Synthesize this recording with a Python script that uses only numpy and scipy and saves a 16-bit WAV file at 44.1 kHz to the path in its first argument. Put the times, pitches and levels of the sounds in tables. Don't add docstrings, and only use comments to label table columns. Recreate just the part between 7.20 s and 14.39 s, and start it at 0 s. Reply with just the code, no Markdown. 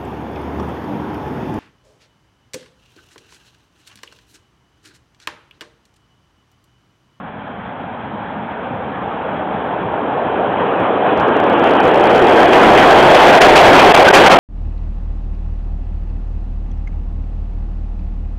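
import sys
import numpy as np
from scipy import signal
from scipy.fft import rfft, irfft
from scipy.io import wavfile
from scipy.ndimage import uniform_filter1d

SR = 44100
rng = np.random.default_rng(int(sys.argv[2]) if len(sys.argv) > 2 else 0)


def transcribe(u):
    v = np.clip(np.atleast_2d(u).T, -1, 1)
    q = np.round(v * 32767).astype(np.int16)
    wavfile.write(sys.argv[1], SR, q)


N = 317079
TIME_S = np.arange(N) / SR


def amp(db):
    return 10 ** (np.asarray(db) / 20)


def unit(x):
    return x / np.sqrt(np.mean(x ** 2) + 1e-20)


def spectrum(points, hz):
    point_hz, value = np.transpose(points)
    return np.interp(np.log(hz + 1), np.log(point_hz + 1), value)


def curve(rows, t_s):
    row_s, value = np.transpose(rows)
    return np.interp(t_s, row_s, value)


def swell(t_s, centre_s, spread_s):
    return np.exp(-((t_s - centre_s) / spread_s) ** 2)


# freq_hz, gain_db
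MICROPHONE_RESPONSE = [(20, -28.5), (45, -22), (90, 1), (3300, 0.5), (3600, -10), (4000, -18.5),
                       (4250, -30.5), (4500, -41.5), (4900, -72), (5500, -110)]


def microphone_db(hz):
    return spectrum(MICROPHONE_RESPONSE, hz)


def coloured(points):
    hz = np.fft.rfftfreq(N, 1 / SR)
    gain = amp(spectrum(points, hz) + microphone_db(hz))
    return unit(irfft(rfft(rng.standard_normal(N)) * gain, N))


def drift(count, depth_db, span_s, step_s):
    lag_s = np.arange(-count, count + 1) * step_s
    kernel = np.exp(-np.pi * (2 * lag_s / span_s) ** 2)
    return depth_db * unit(signal.fftconvolve(rng.standard_normal(3 * count), kernel, "valid"))


def patches(shape, size):
    field = uniform_filter1d(rng.standard_normal(shape), size[0], axis=0)
    return unit(uniform_filter1d(field, size[1], axis=1))


# centre_s, spread_s, extra_rumble_db
PUSHED_AIR = (4.05, 0.35, 2.8)


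def air_push_db(t_s):
    centre_s, spread_s, extra_rumble_db = PUSHED_AIR
    return extra_rumble_db * swell(t_s, centre_s, spread_s)


# centre_s, spread_s, centre_hz, width_hz, level_db
HOLLOW_RESONANCE = (5.0, 0.51, 355, 53, 2.6)


def mouth_resonance_db(t_s, hz):
    centre_s, spread_s, centre_hz, width_hz, level_db = HOLLOW_RESONANCE
    return level_db * swell(t_s, centre_s, spread_s) / (1 + ((hz - centre_hz) / width_hz) ** 2)


def judder(depth_db=0.2, size_samples=2500):
    wander = signal.oaconvolve(rng.standard_normal(N), np.hanning(size_samples), "same")
    return amp(depth_db * unit(wander))


# start_s, length_s, pitch_hz, rise_over_length_hz, level_db
FLANGE_SQUEAK = (6.877, .025, 1490, 130, 3.5)


def squeak():
    start_s, length_s, pitch_hz, rise_hz, level_db = FLANGE_SQUEAK
    progress = np.clip((TIME_S - start_s) / length_s, 0, 1)
    turns = np.cumsum(pitch_hz + rise_hz * progress) / SR
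    return amp(level_db) * np.sin(np.pi * progress) ** 2 * np.sin(2 * np.pi * turns)


# start_s, level_re_roar_db, decay_s
JOINT_KNOCKS = [(5.325, -1, 0.017), (5.57, -3.5, 0.025), (5.94, -2, 0.017), (6.209, 2.5, 0.019),
                (6.353, 2, 0.027), (6.45, -5.5, 0.02), (6.583, -2, 0.029), (6.743, 4.5, .018),
                (6.934, 2, 0.046), (7.055, -1.5, .025), (7.109, -1.5, 0.023)]
# freq_hz, density_db_per_hz
KNOCK_COLOUR = [(100, -22), (400, -1.5), (800, 8.5), (1200, 1), (1700, -1.5), (2500, 0), (3300, -5.5)]


def clatter(rise_s=0.0089):
    envelope = np.zeros(N)
    for start_s, level_db, decay_s in JOINT_KNOCKS:
        age_s = np.maximum(TIME_S - start_s, 0)
        rise = np.minimum(age_s / rise_s, 1)
        decay = np.exp(-np.maximum(age_s - rise_s, 0) / decay_s)
        envelope += amp(level_db) * rise * decay
    return envelope * coloured(KNOCK_COLOUR)


# time_s, nearness
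TRAIN_PLACE = [(.4, 0), (3.7, 0.95), (4.5, 1), (6, 2.15)]
# freq_hz, density_db_per_hz
TUNNEL_COLOUR = [(90, -6), (150, -5), (200, 0.0), (280, -4.0), (335, -12), (480, -8), (620, -6.5),
                 (790, -2.9), (1170, -12), (1650, -12), (2000, -21), (2400, -21.5), (2950, -27.0),
                 (3250, -23.6)]
MOUTH_COLOUR = [(90, -14), (150, -13.5), (190, -6.5), (270, -4.5), (370, -1.9), (500, -0.2), (600, -2),
                (790, -0.5), (1170, -8.9), (1600, -12.2), (2050, -21.4), (2450, -19.5), (2900, -22.5),
                (3250, -23.5)]
ALONGSIDE_COLOUR = [(90, -23.5), (150, -14), (200, -12), (280, -8.5), (370, -2.5), (560, -2), (720, 1.5),
                    (900, -4), (1250, -11.5), (1620, -11.0), (1950, -16.5), (2500, -18.5), (2850, -21.5),
                    (3250, -19)]
# time_s, level_db
TREBLE_LEVEL = [(0.4, 0.3), (2.7, -2.9), (3.4, -1.7), (4.4, 1.5), (5.8, 0.2), (7.0, 0.7)]
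# depth_db, span_s
RUMBLE_WANDER = (1.1, 0.25)
HISS_WANDER = (0.5, 0.2)


def rolling(size=2048, patchy_db=1.45, rumble_hz=260, hiss_hz=1550):
    hop = size // 4
    t_s = np.arange(N // hop + 3) * hop / SR
    hz = np.fft.rfftfreq(size, 1 / SR)
    frame_s = t_s[:, None]

    nearness = np.clip(curve(TRAIN_PLACE, frame_s), 0, 2)
    colour_db = 0
    for place, colour in enumerate([TUNNEL_COLOUR, MOUTH_COLOUR, ALONGSIDE_COLOUR]):
        share = np.maximum(1 - abs(nearness - place), 0)
        colour_db = colour_db + share * spectrum(colour, hz)

    rumble_db = air_push_db(t_s) + drift(len(t_s), *RUMBLE_WANDER, hop / SR)
    hiss_db = curve(TREBLE_LEVEL, t_s) + drift(len(t_s), *HISS_WANDER, hop / SR)
    colour_db = colour_db + rumble_db[:, None] / (1 + (hz / rumble_hz) ** 6)
    colour_db = colour_db + hiss_db[:, None] * (1 - 1 / (1 + (hz / hiss_hz) ** 5))
    colour_db = colour_db + mouth_resonance_db(frame_s, hz)

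    flicker_db = patchy_db * patches(colour_db.shape, size=(4, 14))
    gain = amp(colour_db + microphone_db(hz) + flicker_db)
    gain = gain / np.linalg.norm(gain, axis=1, keepdims=True)
    noise = rng.standard_normal(gain.shape) + 1j * rng.standard_normal(gain.shape)
    _, sound = signal.istft((gain * noise).T, nperseg=size, noverlap=size - hop)
    return unit(sound[:N])


START_DB, GROWTH_DB_PER_S, ALONGSIDE_S = -30.15, 4.2, 6.3
# start_s, length_s, extra_db
STATION_CLIMB = (3.4, 2.5, 2.35)


def approach_db(t_s):
    start_s, length_s, extra_db = STATION_CLIMB
    climb_db = GROWTH_DB_PER_S * np.minimum(t_s, ALONGSIDE_S)
    return START_DB + climb_db + extra_db * np.clip((t_s - start_s) / length_s, 0, 1)


def scene():
    train = rolling() * judder() + clatter()
    return (amp(approach_db(TIME_S)) * train + squeak())[None]


# start_s, length_s, depth_db
GUST_CHOKES = [(6.19, 0.019, -11), (6.723, 0.02, -14), (6.754, 0.012, -16), (6.767, 0.008, -9),
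               (6.833, 0.02, -7), (6.891, 0.015, -9), (6.914, 0.018, -16), (7.084, 0.017, -12),
               (7.149, 0.012, -8), (7.174, 0.016, -11)]


def choke(fall_s=0.002, recovery_s=0.009):
    dip_db = np.zeros(N)
    for start_s, length_s, depth_db in GUST_CHOKES:
        fall = (TIME_S - start_s) / fall_s
        recovery = (start_s + length_s - TIME_S) / recovery_s
        dip_db += depth_db * np.clip(np.minimum(fall, recovery), 0, 1)
    return amp(dip_db)


def record(dry, clip_level=0.705, edge_hz=15800):
    clipped = np.clip(dry * choke(), -clip_level, clip_level)
    low_pass = signal.firwin(511, edge_hz, window=("kaiser", 9), fs=SR)
    return signal.oaconvolve(clipped, low_pass[None], "same")


dry = scene()
out = record(dry)
transcribe(out)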